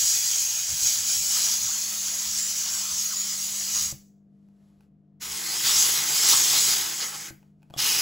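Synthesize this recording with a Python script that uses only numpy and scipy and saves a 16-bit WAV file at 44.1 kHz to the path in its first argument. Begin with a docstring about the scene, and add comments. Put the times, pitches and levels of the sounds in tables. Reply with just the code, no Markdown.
"""Steam cleaner on a wet ledge

A steam cleaner jets onto wet steel in a small tiled room: a long blast into a gap, then two on the open surface.
Each blast layers broad noise, a resonant hiss and droplet spatter; wavering noise bands squeal and burble.
The trigger valve thumps and clicks as decaying modes, while draught noise rumbles and mains harmonics hum.
"""
import sys
import numpy as np
from scipy import signal
from scipy.fft import rfft, irfft, next_fast_len
from scipy.io import wavfile
from scipy.ndimage import uniform_filter1d, map_coordinates

SR = 44100
rng = np.random.default_rng(int(sys.argv[2]) if len(sys.argv) > 2 else 0)


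def waveform_to_disk(signal):
    """Save audio, clipped to [-1, 1], as 16-bit WAV at the path in sys.argv[1]."""
    frames = np.transpose(np.atleast_2d(signal))
    scaled = np.clip(frames, -1, 1) * 32767
    samples = np.round(scaled).astype(np.int16)
    wavfile.write(sys.argv[1], SR, samples)


N = 353241
T = np.arange(N) / SR  # time of each sample [s]

# Hum, third and fourth harmonics of the mains, before their unsteadiness: (time [s], level [dB])
HUM_THIRD = [(0, -60), (1.6, -68), (3.5, -64), (4.7, -63), (5.2, -58.5), (6.9, -62), (7.6, -57),
             (8.01, -60)]
HUM_FOURTH = [(0.0, -65), (0.24, -67), (0.62, -84), (0.96, -59), (3.96, -53.5), (4.88, -60), (5.21, -58),
              (7.93, -58), (8.0, -62)]  # lifted by a further 2 dB in hum()
# Hum, the other harmonics: (multiple of mains [-], level [dB])
HUM_OTHERS = [(2, -77), (5, -78.5), (6, -70.5), (8, -79), (9, -80), (10, -87), (13, -85), (14, -83.5)]
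MAINS_HZ = 50.03

# Colour of the stirred draught and of the still room: (frequency [Hz], relative density [dB per Hz])
DRAUGHT_COLOUR = [(20, -28.5), (45, -5.5), (65, 2.5), (100, -2.5), (150, -8.5), (300, -22.5), (800, -58.5)]
ROOM_COLOUR = [(20, -17.5), (45, -4), (100, -4), (165, 6.5), (230, -2), (290, -5), (360, -11), (430, -12),
               (540, -16), (680, -16), (820, -26), (1600, -33.5), (2500, -39), (15000, -54.5)]
# Gusts of stirred air reaching the microphone: (time [s], length [s], level [dB])
GUSTS = [(0.01, 0.047, -50), (.735, 0.027, -46), (.85, 0.05, -48), (1.19, 0.092, -54), (1.65, 0.043, -50),
         (2.3, 0.055, -55), (2.92, .03, -56), (3.85, .1, -49), (4.8, .3, -68), (5.3, .15, -61)]
# Draught between gusts: level at the usual force, dB per dB of force, unevenness
DRAUGHT_DB, DRAUGHT_GROWS, DRAUGHT_SWING_DB = -62.5, 0.8, 3

# Pulls of the trigger, the first begun before the start and the last held past the end: (opens [s], shuts [s])
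TRIGGER_PULLS = [(-.1, 3.918), (5.196, 7.3), (7.763, 8.1)]
OPEN_S, SHUT_S = 0.028, 0.011  # the valve's travel each way
SHUT_DROP_DB, BLEED_DB_PER_S = 13, 160  # loss of force as it seats, then as the wand empties

# The valve seats or lifts: (time [s], level [dB])
VALVE_THUMPS = [(3.925, -37.5), (7.307, -40), (7.705, -45), (7.764, -40)]
# The valve pin is pushed open: (time [s], level [dB])
PIN_CLINKS = [(7.739, -37.5), (7.764, -43)]
# The grip shifts: (time [s], level [dB])
GRIP_CLICKS = [(4.487, -63), (4.808, -53.5), (7.429, -55.5), (7.621, -61), (7.630, -51.5), (7.701, -50),
               (7.707, -48)]
# Ringing of hose, pin and plastic handle: (frequency [Hz], relative level [dB], 60 dB decay [s])
HOSE_MODES = [(85, -9.5, 0.1595), (137, -0.5, 0.1), (314, -1.5, 0.04), (564, -9, 0.028), (720, -14, 0.021)]
PIN_MODES = [(710, 1, 0.023), (1140, -6, .025), (3350, 1, 0.028), (5289, -13, 0.011), (7600, -15, .01)]
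HANDLE_MODES = [(865, -3.5, 0.017), (1500, -6, 0.01), (2550, -5.5, .01), (4200, -15, .008)]
# The wand is shifted: (time [s], length [s], level [dB])
WAND_RUBS = [(4.45, .25, -84), (4.68, 0.19, -77), (4.83, .07, -79), (7.46, 0.11, -79), (7.66, 0.13, -80),
             (7.75, 0.032, -59)]
# Colour of the rubbing handle: (frequency [Hz], relative density [dB per Hz])
RUB_COLOUR = [(200, -9.5), (700, -1), (2500, -8.0), (7000, -11), (12000, -13), (15500, -24)]

# Water trapped in the gap squeals: (time [s], length [s], level before flutter [dB], pitch [Hz])
SQUEALS = [(.4, .45, -34.5, 6570), (1.9, .6, -38, 6500), (2.36, .06, -39, 5950), (2.58, .07, -38, 5950),
           (2.7, .07, -39.5, 5450), (2.94, .07, -36, 6150), (3.04, .08, -28, 6570), (3.08, .3, -42, 4850),
           (3.21, 0.076, -32.5, 6900), (3.44, 0.096, -36.5, 6700), (3.8, 0.14, -34, 6450)]
# The jet throws up a slug of water: (time [s], length [s], hollow burble before trim [dB], broad spit [dB])
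SLUGS = [(1.368, .05, -45, -42), (1.48, 0.14, -47.5, -38), (1.7, 0.16, -49.5, -48),
         (2.075, 0.042, -50, -46), (2.272, 0.074, -52, -43), (2.678, .12, -48.5, -46),
         (2.866, 0.16, -48.5, -44), (3.125, 0.054, -47, -47), (3.772, 0.057, -45, -37),
         (5.688, 0.069, -51, -26.5), (6.332, .025, -29, -24), (6.557, 0.057, -42, -27),
         (7.026, .04, -39, -31.5), (7.14, 0.032, -44, -40)]
# Colour of the spit: (frequency [Hz], relative density [dB per Hz])
SPIT_COLOUR = [(100, -24.5), (300, -11.5), (700, -10), (1500, -10), (3000, 0), (5000, 5.5), (7000, -12.5),
               (15000, -20)]

# Force of the jet in the gap, on the ledge and close by: (time [s], force [dB])
GAP_FORCE = [(0.0, -22), (0.09, -22.5), (0.13, -23.5), (0.68, -28.5), (0.88, -22.5), (1.02, -27),
             (1.14, -23), (1.26, -26), (1.38, -22), (1.73, -28), (2.98, -28), (3.03, -27.5), (3.11, -30),
             (3.67, -29), (3.82, -24.5), (3.9, -32)]
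LEDGE_FORCE = [(5.23, -34), (5.6, -27), (5.67, -21), (5.88, -20.5), (6.03, -25.5), (6.27, -19),
               (6.3, -15.5), (6.38, -20), (6.72, -21), (6.91, -30), (7.04, -30.5), (7.12, -35), (7.27, -38),
               (7.3, -44)]
NEAR_FORCE = [(7.785, -27), (7.83, -25.5), (7.9, -24), (8.01, -25)]
# Resonances between nozzle and surface: (frequency [Hz], width [Hz], relative level [dB])
GAP_MODES = [(4940, 690, -9), (5945, 830, -4.5), (6590, 260, -2), (6980, 450, -4.5), (7600, 480, -7.5)]
LEDGE_MODES = [(5060, 460, -0.5), (5660, 270, -4.5), (6310, 520, -3), (6770, 960, 0.5), (7810, 1100, -5.5)]
NEAR_MODES = [(2670, 450, 0), (5005, 360, -4), (5400, 160, 0), (5450, 120, -3.5), (6170, 200, -1),
              (6600, 380, -5), (8350, 450, -6.5)]
# Colour of rush and splash, in the gap and in the open: (frequency [Hz], relative density [dB per Hz])
GAP_RUSH = [(1200, -41), (1950, -11), (2450, -3.5), (3000, -0.5), (3500, 0), (4100, 0), (4450, 2.5),
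            (5000, 1), (7000, 2), (8800, -8), (10000, -2.5), (13000, -4.5), (16000, -1)]
OPEN_RUSH = [(1200, -38), (2000, -10.5), (2450, -6.5), (2850, -1), (3300, 1.5), (3650, 0), (4100, 1.5),
             (4450, -1), (4800, 3.5), (7000, 0), (8600, -4), (10000, -3), (13000, -3), (16000, -4.5)]
GAP_SPLASH = [(70, -33), (140, -10.5), (300, -8.5), (480, -9), (650, -5), (790, -6), (950, -2.5),
              (1150, -2), (1350, -1), (1650, 0), (2100, 1), (2700, -2.5), (4000, -26), (8000, -59.5)]
OPEN_SPLASH = [(70, -28.5), (140, -2.5), (250, -13), (310, -3), (460, -5.5), (600, -14.5), (820, 0),
               (930, -3), (1080, -2), (1800, 0), (2080, 2), (2500, -1), (4000, -22), (8000, -58)]
# The nozzle comes square to the surface and its resonances flare: (time [s], length [s], gain [dB])
FLARES = [(.08, .08, 2.5), (5.8, .07, 5), (6.107, 0.097, 0), (6.3, 0.033, 2), (6.45, .1, 2),
          (6.642, 0.19, 3), (7.244, .14, 2.5)]
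# Nozzle position: (time [s], lag of the surface echo [ms], echo strength [0-1], gurgle [dB])
NOZZLE = [(.4, 1.22, .22, 1), (1.3, 1.28, .15, 2.3), (2.6, 0.93, 0, 3), (3.3, 0.96, 0.17, 4),
          (3.92, 1.04, 0.17, 1), (5.2, 1.92, 0.11, 5), (8.01, 1.88, 0.02, 0.5)]
USUAL_FORCE_DB = -27
SPLASH_GROWS = 0.57  # dB of splash per dB of force above the usual

# Decay of the tiled room: (frequency [Hz], 60 dB decay [s])
ROOM_DECAY = [(100, 0.35), (500, .25), (2000, 0.28), (6000, 0.089), (15000, 0.31)]
# Stereo width of the sound: (frequency [Hz], side gain [dB])
STEREO_WIDTH = [(40, -17), (100, -13), (200, -11.5), (380, -8.5), (700, -7), (1300, -5), (1900, -8),
                (2350, -25), (3000, -32), (4300, -28), (5200, -19), (6600, -19), (7200, -24), (9000, -17),
                (16000, -18)]
# Stereo balance of the low end: (frequency [Hz], left minus right [dB])
STEREO_BALANCE = [(50, .2), (100, .8), (180, 2.6), (350, 1.6), (700, 2.8), (1400, 2), (2300, 0)]
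# Stereo phase of the treble: (frequency [Hz], left minus right [rad])
STEREO_PHASE = [(7300, 0), (8080, -.3), (8350, -2.1), (8650, -3.05), (9550, -3.2), (10600, -6.2),
                (11600, -6.4), (12800, -9.35), (13750, -9.5), (14700, -12.5)]
TOP_HZ = 15920  # nothing passes above


def amp(db):
    """Decibels to gain."""
    return 10 ** (np.asarray(db) / 20)


def unit(x):
    """x at rms 1."""
    return x / np.sqrt(np.mean(x ** 2) + 1e-20)


def along(points, hz):
    """(Hz, value) points read on a log axis."""
    f, v = np.transpose(points)
    return np.interp(np.log(hz + 1), np.log(f + 1), v)


def curves(rows):
    """One value per sample for each column after the time."""
    s, *cols = np.transpose(rows)
    return [np.interp(T, s, c) for c in cols]


def wobble(rate):
    """A smooth random curve, rate knots a second."""
    coarse = np.append(T[::8], T[-1])
    knots = rng.standard_normal(int(N * rate / SR) + 4)
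    return np.interp(T, coarse, map_coordinates(knots, [coarse * rate]))


def bump(s, length):
    """A smooth rise and fall around time s, length seconds wide at half height."""
    return np.exp(-np.minimum(np.log(2) * (2 * (T - s) / length) ** 2, 60))


def swells(events):
    """The gain of (s, length s, dB) swells."""
    return sum(amp(db) * bump(s, length) for s, length, db in events)


def filtered(x, response):
    """x times a complex response of frequency."""
    m = next_fast_len(N + SR // 2)
    return irfft(rfft(x, m) * response(np.fft.rfftfreq(m, 1 / SR)), m)[..., :N]


def coloured(x, spectrum):
    """x through a (Hz, dB) spectrum, at rms 1."""
    return unit(filtered(x, lambda hz: amp(along(spectrum, hz))))


def resonant(x, modes):
    """x through resonances that add in power, thinned in the low end, at rms 1."""
    def response(f):
        power = sum((amp(db) * f * w) ** 2 / ((c * c - f * f) ** 2 + (f * w) ** 2) for c, w, db in modes)
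        return np.sqrt(power) * f ** 2 / (f ** 2 + 2500 ** 2)

    return unit(filtered(x, response))


def eddies(patchy_db):
    """Turbulent noise whose strength comes and goes in small patches of time and pitch."""
    _, s, z = signal.stft(rng.standard_normal(N), SR, nperseg=512)
    field = rng.standard_normal(z.shape)
    for _ in range(2):
        field = uniform_filter1d(field, size=3, axis=0)
        field = uniform_filter1d(field, size=9, axis=1)
    depth = np.interp(s, T, patchy_db * np.ones(N))
    gain = amp(depth * unit(field) - depth ** 2 * np.log(10) / 20)  # mean power stays the same
    return signal.istft(z * gain, nperseg=512)[1][:N]


def droplets(rate, spread_db):
    """Random impacts of very unequal size, rate a second, at rms 1."""
    hits = rng.random(N) < rate / SR
    sizes = amp(spread_db * np.minimum(rng.exponential(size=N), 3))
    return unit(hits * rng.choice([-1, 1], N) * sizes)


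def narrow(centre_hz, width_hz, wander, rate):
    """A narrow band of noise whose pitch wanders, at rms 1."""
    phase = 2 * np.pi * np.cumsum(centre_hz * np.exp(wander * wobble(rate))) / SR
    return unit(wobble(width_hz) * np.cos(phase) + wobble(width_hz) * np.sin(phase))


def struck(events, modes, crack):
    """Each (s, dB) blow rings the modes at new strengths, with a short crack of noise."""
    out, t = np.zeros(N + SR), np.arange(SR // 3) / SR
    for s, db in events:
        ring = sum(amp(level + rng.normal(0, 2.3) - 60 * t / t60) * np.sin(2 * np.pi * hz * t)
                   for hz, level, t60 in modes)
        snap = crack * amp(-60 * t / 0.012) * rng.standard_normal(len(t))
        out[round(s * SR):][:len(t)] += amp(db) * (ring + snap)
    return out[:N]


def valve(opens, shuts):
    """The flow rises as the valve opens and drops as it seats; then the wand bleeds empty."""
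    opening = np.clip((T - opens) / OPEN_S, 0, 1) ** 2
    after = np.maximum(T - shuts, 0)
    return opening * amp(-SHUT_DROP_DB * np.minimum(after / SHUT_S, 1) - BLEED_DB_PER_S * after)


def tiles(x):
    """The hard walls answer with a noise tail; each frequency dies at its own speed."""
    hz, t, z = signal.stft(rng.standard_normal(SR // 2), SR, nperseg=256)
    decay = amp(-60 * t / along(ROOM_DECAY, hz)[:, None])
    tail = signal.istft(z * decay, SR, nperseg=256)[1]
    return signal.fftconvolve(x, tail / np.linalg.norm(tail))[:N]


def hum():
    """Harmonics of the mains, each slightly unsteady; the third and fourth also swell and fade slowly."""
    def line(order, db):
        phase = 2 * np.pi * (order * MAINS_HZ * T + rng.random())
        return amp(db + 1.3 * wobble(5.5)) * np.sin(phase)

    third = line(order=3, db=curves(HUM_THIRD)[0])
    fourth = line(order=4, db=curves(HUM_FOURTH)[0] + 2)
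    return third + fourth + sum(line(order, db) for order, db in HUM_OTHERS)


def air():
    """The jet stirs an uneven draught with a few stronger gusts, over the still room's murmur."""
    force_db, = curves(GAP_FORCE + LEDGE_FORCE + NEAR_FORCE)
    growth_db = DRAUGHT_GROWS * (force_db - USUAL_FORCE_DB)
    stirred = amp(DRAUGHT_DB + growth_db + DRAUGHT_SWING_DB * wobble(16))
    gap, ledge, near = [valve(*pull) for pull in TRIGGER_PULLS]
    flow = gap + amp(-5) * (ledge + near)  # the gap funnels the draught
    draught = (flow * stirred + swells(GUSTS)) * coloured(rng.standard_normal(N), DRAUGHT_COLOUR)
    return draught + amp(-65) * coloured(rng.standard_normal(N), ROOM_COLOUR)


def wand():
    """The valve thumps through the hose, its pin clinks, and the plastic handle ticks and rubs."""
    thumps = struck(VALVE_THUMPS, HOSE_MODES, crack=0.05)
    clinks = struck(PIN_CLINKS, PIN_MODES, crack=0.46)
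    ticks = struck(GRIP_CLICKS, HANDLE_MODES, crack=0.39)
    rub = coloured(rng.standard_normal(N) + 0.3 * droplets(rate=200, spread_db=5), RUB_COLOUR)
    return thumps + clinks + ticks + swells(WAND_RUBS) * rub


def puddle():
    """Pockets of water squeal and waver under the jet; slugs burble and spit as they are thrown up."""
    squeal = sum(amp(db) * bump(s, length) * narrow(hz, width_hz=140, wander=0.02, rate=27)
                 for s, length, db, hz in SQUEALS)
    burble = narrow(1230, width_hz=520, wander=0.14, rate=70)
    spit = coloured(eddies(patchy_db=3.5) + 0.5 * droplets(rate=770, spread_db=4.5), SPIT_COLOUR)
    burbling = swells([(s, length, db) for s, length, db, _ in SLUGS])
    spitting = swells([(s, length, db) for s, length, _, db in SLUGS])
    fluttering = amp(2.5 * wobble(40)) * squeal
    return fluttering + burbling * amp(-2.8 + 1.8 * wobble(70)) * burble + spitting * spit


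def blast(flow, force, modes, rush_shape, splash_shape, rush_db, hiss_db, splash_db, bright_db, wet):
    """One trigger pull: its force drives broad jet noise, resonant hiss, and condensed water spattering steel."""
    force_db, gurgle_db = curves(force)[0], curves(NOZZLE)[2]
    flare_db = sum(db * bump(s, length) for s, length, db in FLARES)

    rush = coloured(eddies(patchy_db=2) + wet * droplets(rate=1600, spread_db=4.5), rush_shape)
    # treble beams along the jet
    rush = filtered(rush, lambda hz: amp(bright_db * np.clip((hz - 5000) / 5000, 0, 1)))
    hiss = resonant(eddies(gurgle_db) + wet * droplets(rate=800, spread_db=8), modes)
    splash = coloured(eddies(patchy_db=1.5) + wet * droplets(rate=250, spread_db=3.5), splash_shape)

    sputter = amp(0.45 * wobble(35) + wet * wobble(160))  # slugs of water choke the nozzle
    hiss_gain = amp(hiss_db + flare_db + 0.65 * wobble(28))
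    jet = amp(force_db) * (amp(rush_db) * rush + hiss_gain * hiss)
    growth_db = SPLASH_GROWS * (force_db - USUAL_FORCE_DB)
    spatter = amp(splash_db + growth_db + 1.4 * wobble(45)) * splash
    return flow * sputter * (jet + spatter)


def steam():
    """Three blasts and their water; the echo off the surface combs them and slides as the nozzle moves."""
    gap, ledge, near = [valve(*pull) for pull in TRIGGER_PULLS]
    jet = puddle()
    jet += blast(gap, GAP_FORCE, GAP_MODES, GAP_RUSH, GAP_SPLASH,
                 rush_db=-6, hiss_db=-1.6, splash_db=-49.8, bright_db=2.6, wet=0.29)
    jet += blast(ledge, LEDGE_FORCE, LEDGE_MODES, OPEN_RUSH, OPEN_SPLASH,
                 rush_db=-3.6, hiss_db=-4.5, splash_db=-41.3, bright_db=1.6, wet=0.4)
    jet += blast(near, NEAR_FORCE, NEAR_MODES, OPEN_RUSH, OPEN_SPLASH,
                 rush_db=-0.5, hiss_db=-3.0, splash_db=-40.5, bright_db=1.0, wet=0.57)
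    lag_ms, strength, _ = curves(NOZZLE)
    echo = map_coordinates(jet, [(T - lag_ms / 1000) * SR])
    return jet + strength * echo


def scene():
    """Steam, wand and air in the room over the hum; wide in the low mids, nearly mono from 2.3 to 4.3 kHz."""
    direct, murmur = steam() + wand(), air()
    mid = direct + amp(-8) * tiles(direct) + murmur
    side = filtered(tiles(direct + murmur), lambda hz: amp(along(STEREO_WIDTH, hz)))
    return np.array([mid + side, mid - side]) + hum()


def record(dry):
    """Left and right differ in low-end gain and treble phase, and nothing passes above the band limit."""
    half = np.array([[0.5], [-0.5]])  # left and right share each difference

    def left_right(hz):
        return amp(half * along(STEREO_BALANCE, hz)) * np.exp(1j * half * along(STEREO_PHASE, hz))

    stereo = filtered(dry, left_right)
    return filtered(stereo, lambda hz: np.clip((TOP_HZ - hz) / 200, 0, 1) ** 2)


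dry = scene()
out = record(dry)
waveform_to_disk(out)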